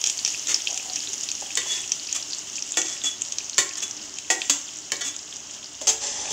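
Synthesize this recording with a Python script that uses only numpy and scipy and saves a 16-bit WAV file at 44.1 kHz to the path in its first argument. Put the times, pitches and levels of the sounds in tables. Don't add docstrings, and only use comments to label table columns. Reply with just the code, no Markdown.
import sys
import numpy as np
from scipy import signal
from scipy.fft import rfft, irfft, next_fast_len
from scipy.io import wavfile
from scipy.ndimage import uniform_filter1d, minimum_filter1d, map_coordinates

SR = 44100
rng = np.random.default_rng(int(sys.argv[2]) if len(sys.argv) > 2 else 0)


def dump_mix(stems):
    frames = np.atleast_2d(stems).T
    limited = np.clip(frames, -1, 1)
    pcm = np.round(limited * 32767).astype(np.int16)
    wavfile.write(sys.argv[1], SR, pcm)


N = 278712
TIME = np.arange(N) / SR
RING_TIME = np.arange(SR // 2) / SR

# t/s, peak level/dB, ringing f/Hz, splash level against the peak/dB
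POP_EVENTS = [(0.04, -3, 5460, -11), (0.0624, -9, 6740, -26), (0.0715, -5, 6600, -26),
              (0.0977, -7.5, 6720, -21), (0.19, -11.5, 4700, -11), (0.2489, -4, 5700, -22),
              (0.2609, -12, 5460, -9), (0.2768, -7.5, 6250, 0), (0.471, -9.5, 6640, -24),
              (0.5432, -1.5, 5360, -33), (0.6716, -8, 2980, -8), (0.7753, -10, 6640, -16),
              (0.9583, -8.5, 6170, -23), (1.1322, -12, 6640, -29), (1.234, -11.5, 6800, -21),
              (1.288, -9.5, 6400, -6), (1.3149, -10, 6830, -26), (1.5534, -9, 7200, -22),
              (1.9189, -1.5, 5970, -20), (2.1264, -7.5, 6800, -34), (2.3321, -13, 4480, -28),
              (2.6231, -11, 5740, -19), (2.7197, -11, 7030, -43), (2.7886, -12, 6700, -27),
              (2.816, -7.5, 6600, -23), (3.2188, -7, 6700, -33), (3.3219, -9.5, 6460, -17),
              (3.3841, -6.5, 6250, -11.5), (3.496, -14.5, 6500, -37), (3.91, -14, 6250, -36),
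              (4.1857, -12, 6350, 2), (4.4173, -8.5, 6130, 8), (5.1639, -15.5, 6640, -39),
              (5.3662, -21, 6430, -22)]
# t/s, clash level/dB, spoon ring level/dB, plate ring level/dB,
# thump level/dB, place (0 middle, 1 rim), chatter/s, clash t60/s
PLATE_KNOCKS = [(1.573, -19.5, -34, -26.5, -28, 1, .001, 0.053),
                (2.771, -21, -25.5, -24.5, -27, 0.28, .002, 0.12),
                (3.038, -38, -30, -44, -48, 0.38, 0.012, 0.062),
                (3.581, -16.5, -29.5, -20.5, -18.5, 0.96, 0.011, 0.075),
                (4.302, -20.5, -32, -20.5, -40, .05, 0.016, 0.078),
                (4.497, -14.5, -23, -46, -49, 0.87, 0.0043, 0.061),
                (4.919, -22, -42, -28.5, -25, 0.86, .003, 0.034)]
# start t/s, length/s, rub level/dB, plate ring level/dB, squeal level/dB
PLATE_SCRAPES = [(0.477, 0.055, -25.5, -33, -42), (1.647, 0.16, -31, -42.5, -38),
                 (1.692, 0.045, -40.5, -44.5, -31.5), (2.145, 0.028, -24, -50, -40),
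                 (2.821, 0.16, -36.5, -46, -46), (3.034, 0.058, -28.5, -60, -31),
                 (3.769, 0.02, -29.5, -44, -50), (3.819, 0.025, -26, -47, -36),
                 (4.38, 0.12, -38.5, -54, -51), (5.007, 0.018, -28, -30, -38),
                 (5.038, 0.061, -29, -59, -41)]
# start t/s, length/s, level/dB, f/Hz
ONION_LANDINGS = [(0.686, 0.062, -43.5, 737), (0.793, 0.14, -48.5, 755), (1.0, .25, -58, 370),
                  (1.419, 0.014, -35.5, 826), (1.658, 0.013, -39.5, 860), (2.153, 0.083, -54.5, 695),
                  (5.806, 0.031, -39.5, 630), (6.099, 0.29, -44.5, 786)]
# t/s, clash level/dB, ring level/dB, thump level/dB, chatter/s
WOK_HITS = [(5.813, -32.5, -32, -44, 0.0046), (5.871, -19.5, -18.5, -50, 0.026),
            (6.305, -31.5, -29.5, -24, 0.014)]
# t/s, level/dB
STIR_LEVELS = [(5.97, -11), (5.982, -33), (5.992, -29), (6.044, -24.5), (6.14, -29.5), (6.32, -28)]
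# f/Hz, t60/s, level struck in the middle/dB, level struck at the rim/dB
PLATE_MODES = [(321, 0.26, -2.5, -9), (364, 0.32, -6.5, -10), (402.4, 0.36, -19, -13.5),
               (496, 0.21, -12.5, -11), (578, 0.1, -18, -7), (705, 0.17, -2, -15), (761, 0.2, -3, -9),
               (894, 0.18, -6, -15), (1076, 0.25, -18, -6), (1175, 0.17, -15, -11), (1427, 0.076, -3, -5),
               (1663, 0.19, -32, -5.5), (1795, 0.1, -9, 2), (1910, 0.1, 4.5, -4), (1952, 0.13, -31, 5),
               (2155, 0.078, -29, 3), (2276, 0.06, 1, 3), (2550, 0.032, 9, -16), (3050, 0.058, -35, 11.5),
               (3355, 0.09, 5, -23), (3670, 0.093, -50, 4), (4500, 0.15, -29, -20), (4414, 0.1, -14, 3.5)]
# f/Hz, t60/s, level/dB
SPOON_MODES = [(286, .2, -11), (1945, .15, -16), (3402, .16, -7), (3470, .15, -11), (6083, .22, -5),
               (6578, .22, -2), (6725, .16, -2), (6800, .16, -3), (7117, .2, -7), (7347, .22, -1),
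               (7865, .2, -11), (8520, .15, -27)]
# f/Hz, t60/s, level/dB
WOK_MODES = [(379, 0.22, -10), (443.3, 0.61, -17), (560, 0.11, -12), (760, .12, -11), (883, 0.15, -10),
             (2060, .15, -14), (2900, .05, -19), (3265, 0.036, 2), (4240, 0.087, -10), (4820, .1, -2),
             (5390, 0.14, -2.5), (6080, 0.17, 2.5), (6300, 0.16, 2.5), (6800, .15, -0.5), (6540, 0.11, 2.5),
             (7360, 0.18, -0.5)]
# f/Hz, level/dB
SIZZLE_COLOUR = [(710, -22.5), (1200, -22.5), (1490, -21.5), (2180, -11.5), (2400, -13.5), (2890, -1),
                 (3950, -9), (4550, -9.5), (5020, -3.5), (6800, 2.5), (7250, -1), (9210, -25),
                 (12100, -35.5), (14800, -29), (16000, -26)]
# f/Hz, level/dB
SPLASH_COLOUR = [(200, -38), (1600, -22), (2500, -4), (3000, 0), (4000, -1), (5500, -3), (7500, -16),
                 (9000, -36), (15000, -55)]
# f/Hz, level/dB
HOT_CRACKLE_COLOUR = [(200, -9), (400, 3), (900, 6.5), (2500, -14), (9000, 6.5), (15000, -6.5)]
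# f/Hz, level/dB
KITCHEN_COLOUR = [(47, -46), (80, -7.5), (186, -11), (236, -5), (264, -9), (303, 1), (343, -13),
                  (383, -3.5), (492, -18), (573, -8.5), (2200, -14.5), (2860, -47), (4840, -120)]
# f/Hz, level/dB
RUMBLE_COLOUR = [(15, -29), (35, -22), (58, -3), (85, -16), (160, -19), (500, -56)]
# f/Hz, level/dB
RASP_COLOUR = [(30, -60), (100, -14.5), (400, -14.5), (1100, -10.5), (1900, -10.5), (2800, -1),
               (4200, -8.5), (6500, 8.5), (7600, 4), (9000, -14.5), (12000, -23.5), (15500, -24)]
# f/Hz, level/dB
CLASH_COLOUR = [(30, -56), (100, -30), (300, -16), (600, -15.5), (1100, -14), (2200, -12.5), (3000, -4),
                (4200, -9), (5500, -1.5), (6700, 3.5), (7500, 1), (8500, -12.5), (10000, -21.5),
                (12500, -29), (15500, -24)]
# f/Hz, level/dB
THUMP_COLOUR = [(25, -55), (50, -30), (130, 1.5), (220, 0), (420, 10), (900, -19), (3000, -67)]
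# f/Hz, level/dB
STIR_COLOUR = [(88, -51), (150, -26), (286, -4), (321, -21), (422, -11), (662, -14), (888, -4), (1480, -23),
               (1630, -9.5), (2500, -12), (3220, -4), (3920, -11), (6140, 0.5), (7320, -1), (16000, -70)]
# f/Hz, t60/s
WALL_DECAY = [(200, 0.33), (1400, 0.47), (4000, 0.31), (10000, 0.32)]

FRYING_DB, COOLING_DB_PER_S = -31.5, 1.27
FLARE_S, FLARE_RISE_S, FLARE_DB = 1, 0.17, 1
SPIT_THINNING_S, SPIT_OVER_DB, SPIT_HZ = 4.5, 13, 6440
SPRAY_DB, SPRAY_T60_S, SPRAY_FALL_DB_PER_S = -18.5, 0.1, 5.5
HOT_CRACKLE_DB, HOT_CRACKLE_FALL_DB_PER_S = -19, 2.7
HANDLING_DB, STIR_SHAKE_DB = -70.5, 10
SPOON_RING_DB, FREEING_DB_PER_S = -19, 3.33
SQUEAL_HZ = 3402
PLATE_DAMPING = 0.86
LOW_CUT_HZ, TOP_HZ = 42, 15700


def amp(db):
    return 10 ** (np.asarray(db) / 20)


def unit(x):
    return x / np.sqrt(np.mean(x ** 2) + 1e-20)


def along(points, hz):
    f, v = np.transpose(points)
    return np.interp(np.log(hz + 1), np.log(f + 1), v)


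def curve(rows):
    return np.interp(TIME, *np.transpose(rows))


def wobble(rate):
    return map_coordinates(rng.standard_normal(int(N * rate / SR) + 4), [TIME * rate])


def add(track, s, sound):
    start = max(round(s * SR), 0)
    part = track[start:start + len(sound)]
    part += sound[:len(part)]


def coloured(x, spectrum, size=4096):
    cepstrum = irfft(np.log(amp(along(spectrum, np.fft.rfftfreq(size, 1 / SR))) + 1e-6))
    cepstrum[1:size // 2] *= 2
    cepstrum[size // 2 + 1:] = 0
    response = irfft(np.exp(rfft(cepstrum)))
    return signal.fftconvolve(x, response / np.linalg.norm(response))[:len(x)]


def crackle(rate, spread_db, size=N):
    chance, strength = rng.random(size), rng.standard_normal(size)
    size_of_tick = amp(spread_db * np.minimum(strength, 2.5))
    return unit((chance < rate / SR) * size_of_tick * rng.choice([-1, 1], size))


def patchy(x, depth_db):
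    z = signal.stft(x, nperseg=256)[2]
    field = uniform_filter1d(rng.standard_normal(z.shape), size=7, axis=0)
    field = uniform_filter1d(field, size=12, axis=1)
    return unit(signal.istft(z * amp(depth_db * unit(field)), nperseg=256)[1][:len(x)])


def frying(s):
    age = np.maximum(s - FLARE_S, 0) / FLARE_RISE_S
    return FRYING_DB - COOLING_DB_PER_S * s + FLARE_DB * age * np.exp(1 - age)


def fizz():
    hiss = patchy(coloured(crackle(14000, 3.2), SIZZLE_COLOUR), depth_db=1)
    flutter_db = 1.2 * wobble(25)
    return amp(frying(TIME) - 3 + flutter_db) * hiss


def bubbles(spread_db, cycles, count):
    t = RING_TIME[:SR // 200]
    when, size, strength = rng.random((count, 3)).T[:, :, None]
    grid = np.arange(2600, 8500, 50)
    share = np.cumsum(amp(1.72 * along(SIZZLE_COLOUR, grid)))
    hz = np.interp(size, share / share[-1], grid)
    age = t * hz / cycles
    gain = hz * amp(spread_db * -np.log(np.maximum(strength, 1 / 60)))
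    waves = gain * np.sin(2 * np.pi * hz * t) * age * np.exp(-age)
    index = (when * N).astype(int) + np.arange(len(t))
    ticks = np.bincount(index.ravel(), waves.ravel(), N)[:N]
    return amp(frying(TIME) - 4.5) * unit(ticks)


def rolled_off(x, edge_hz):
    return signal.sosfilt(signal.butter(N=6, Wn=edge_hz, fs=SR, output="sos"), x)


def hot_crackle():
    level_db = frying(TIME) + HOT_CRACKLE_DB - HOT_CRACKLE_FALL_DB_PER_S * TIME
    return amp(level_db) * unit(coloured(crackle(2500, 4), HOT_CRACKLE_COLOUR))


def kitchen():
    rush = unit(coloured(rng.standard_normal(N), KITCHEN_COLOUR))
    return amp(-51 + 1.0 * wobble(4.6)) * rush


def handling():
    stirs = np.clip((TIME - WOK_HITS[0][0]) / 0.11 + 1, 0, 1)
    level_db = HANDLING_DB + STIR_SHAKE_DB * stirs + 1.5 * wobble(9.1)
    return amp(level_db) * unit(coloured(rng.standard_normal(N), RUMBLE_COLOUR))


def spits(count):
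    when, size, pitch, splash = rng.random((count, 4)).T
    share = (np.arange(count) + when) / count
    s = -SPIT_THINNING_S * np.log(1 - share * (1 - np.exp(-TIME[-1] / SPIT_THINNING_S)))
    peak_db = frying(s) + SPIT_OVER_DB + 7 * (size - .5)
    hz = SPIT_HZ * (1 + .25 * (pitch - .5))
    return np.transpose([s, peak_db, hz, -12 - 19 * splash])


def tear(t, t60):
    return unit(rng.standard_normal(len(t)) * amp(-60 * t / t60)) / np.sqrt(len(t))


def pops():
    track, t = np.zeros(N), RING_TIME[:SR // 8]
    for s, db, hz, splash_db in [*POP_EVENTS, *spits(count=26)]:
        age = t * hz / 1.57
        cavity = rolled_off(np.sin(2 * np.pi * hz * t) * age * np.exp(1 - age), edge_hz=8300)
        splash = coloured(tear(t, 0.0016), SPLASH_COLOUR)
        snap = coloured(tear(t, 0.002), SIZZLE_COLOUR)
        burst = amp(-3.5) * cavity + amp(splash_db + 13.5) * splash + amp(-2.0) * snap
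        spray = coloured(crackle(3000, 11, size=len(t)), SIZZLE_COLOUR) * amp(-60 * t / SPRAY_T60_S)
        spray_gain = amp(SPRAY_DB - SPRAY_FALL_DB_PER_S * s)
        pop = burst / np.abs(burst).max() + spray_gain * spray
        add(track, s + .0006, amp(db - 0.5) * pop)
    return track


def ring(modes, scatter_db):
    hz, t60, db = np.transpose(modes)[:, :, None]
    gain = amp(db + scatter_db * rng.standard_normal(hz.shape))
    onset = 1 - np.exp(-RING_TIME * hz / .5)
    tone = np.sin(2 * np.pi * (hz * RING_TIME + rng.random(hz.shape)))
    waves = tone * onset * amp(-60 * RING_TIME / t60)
    return np.sqrt(2) * (gain * waves).sum(0) / np.linalg.norm(gain)


def plate_modes(place):
    share = np.clip(place, 0, 1)
    return [(hz, PLATE_DAMPING * t60, middle + share * (rim - middle))
            for hz, t60, middle, rim in PLATE_MODES]


def rubbed(force, modes):
    response = ring(modes, scatter_db=3.0) * amp(-150 * RING_TIME)
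    return signal.fftconvolve(force, response / np.linalg.norm(response))[:len(force)]


def swell(length):
    return np.sqrt(np.abs(np.sin(np.pi * np.minimum(RING_TIME / length, 1))))


def stroke(length, rate, spread_db):
    shape = swell(length)
    contacts = unit(shape * crackle(rate, spread_db, size=len(RING_TIME)))
    return contacts * np.sqrt(np.mean(shape ** 2))


def scrapes():
    track = np.zeros(N)
    for s, length, rub_db, plate_db, squeal_db in PLATE_SCRAPES:
        force = stroke(length, rate=9000, spread_db=-1.5)
        drift = np.cumsum(0.035 * rng.standard_normal(len(RING_TIME)))
        fits = unit(amp(2.5 * wobble(77)[:len(RING_TIME)]))
        tone = np.sin(2 * np.pi * SQUEAL_HZ * RING_TIME + drift)
        squeal = np.sqrt(2) * swell(length) * fits * tone
        spoon_db = rub_db + SPOON_RING_DB + FREEING_DB_PER_S * s
        spoon = amp(spoon_db) * rubbed(force, SPOON_MODES)
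        plate = amp(plate_db) * rubbed(force, plate_modes(0.95))
        rub = amp(rub_db) * coloured(force, RASP_COLOUR)
        add(track, s, rub + spoon + plate + amp(squeal_db) * squeal)
    return track


def landings():
    track = np.zeros(N)
    for s, length, db, hz in ONION_LANDINGS:
        thud = [(hz / 4, -25), (hz * 0.86, -10), (hz, 0), (hz * 1.23, -14), (hz * 4, -40), (hz * 10, -70)]
        add(track, s, amp(db) * coloured(stroke(length, rate=970, spread_db=6.5), thud))
    return track


def clash(chatter, t60, bite_db):
    body = amp(-60 * np.maximum(RING_TIME - chatter, 0) / t60)
    bite = amp(bite_db - 60 * RING_TIME / 0.007)
    return coloured((body + bite) * crackle(9000, 1.8, size=len(RING_TIME)), CLASH_COLOUR)


def thump():
    push = rng.standard_normal(len(RING_TIME)) * amp(-60 * RING_TIME / 0.11)
    return coloured(push, THUMP_COLOUR) * amp(-14.5)


def knocks():
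    track = np.zeros(N)
    for s, clash_db, spoon_db, plate_db, thump_db, place, chatter, t60 in PLATE_KNOCKS:
        spoon = amp(spoon_db + 6) * ring(SPOON_MODES, scatter_db=-2.0)
        plate = amp(plate_db + 4.5) * ring(plate_modes(place), scatter_db=3.0)
        strike = amp(clash_db) * clash(chatter, t60, bite_db=6)
        add(track, s, strike + spoon + plate + amp(thump_db) * thump())
    return track


def stirring():
    track = np.zeros(N)
    for s, clash_db, ring_db, thump_db, chatter in WOK_HITS:
        contacts = crackle(6000, 2.1, size=len(RING_TIME)) * (RING_TIME < chatter)
        skid = rubbed(contacts, WOK_MODES)
        metal = amp(0.5) * ring(WOK_MODES, scatter_db=-0.5) + skid
        strike = amp(clash_db) * clash(chatter, t60=0.1, bite_db=-12)
        add(track, s, strike + amp(ring_db) * metal + amp(thump_db) * thump())
    contact = np.clip((TIME - 5.99) / .04, 0, 1)
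    level_db = curve(STIR_LEVELS) + 0.47 * wobble(35)
    force = patchy(crackle(4000, 2.6), depth_db=1.0) * amp(level_db) * contact
    return track + amp(-5.0) * coloured(force, STIR_COLOUR) + amp(-8.5) * rubbed(force, WOK_MODES)


def room(x, wok_db, tail_db):
    hz, t, z = signal.stft(rng.standard_normal(SR // 2), SR, nperseg=256)
    decay = amp(-60 * t / along(WALL_DECAY, hz)[:, None])
    tail = signal.istft(z * decay, SR, nperseg=256)[1][:SR // 2]
    tail = tail * (RING_TIME > .005)
    near = rng.standard_normal(SR // 2) * amp(-60 * RING_TIME / 0.016) * (RING_TIME > .0008)
    response = amp(wok_db) * near / np.linalg.norm(near) + amp(tail_db) * tail / np.linalg.norm(tail)
    return x + signal.fftconvolve(x, response)[:N]


def scene():
    ticking = rolled_off(bubbles(spread_db=7.0, cycles=1.3, count=5000), edge_hz=7400)
    oil = fizz() + room(ticking + pops(), wok_db=-4.0, tail_db=-8)
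    tools = room(scrapes() + landings() + knocks() + stirring(), wok_db=-16.0, tail_db=-5.5)
    return (oil + hot_crackle() + kitchen() + handling() + tools)[None]


def record(dry):
    low_cut = signal.butter(N=2, Wn=LOW_CUT_HZ, btype="high", fs=SR, output="sos")
    heard = signal.sosfilt(low_cut, dry)
    needed = np.minimum(1, .76 / (np.abs(heard) + 1e-9))
    gain = uniform_filter1d(minimum_filter1d(needed, size=81), size=61)
    size = next_fast_len(N + SR // 2)
    kept = np.fft.rfftfreq(size, 1 / SR) < TOP_HZ
    return irfft(rfft(heard * gain, size) * kept, size)[..., :N]


dry = scene()
out = record(dry)
dump_mix(out)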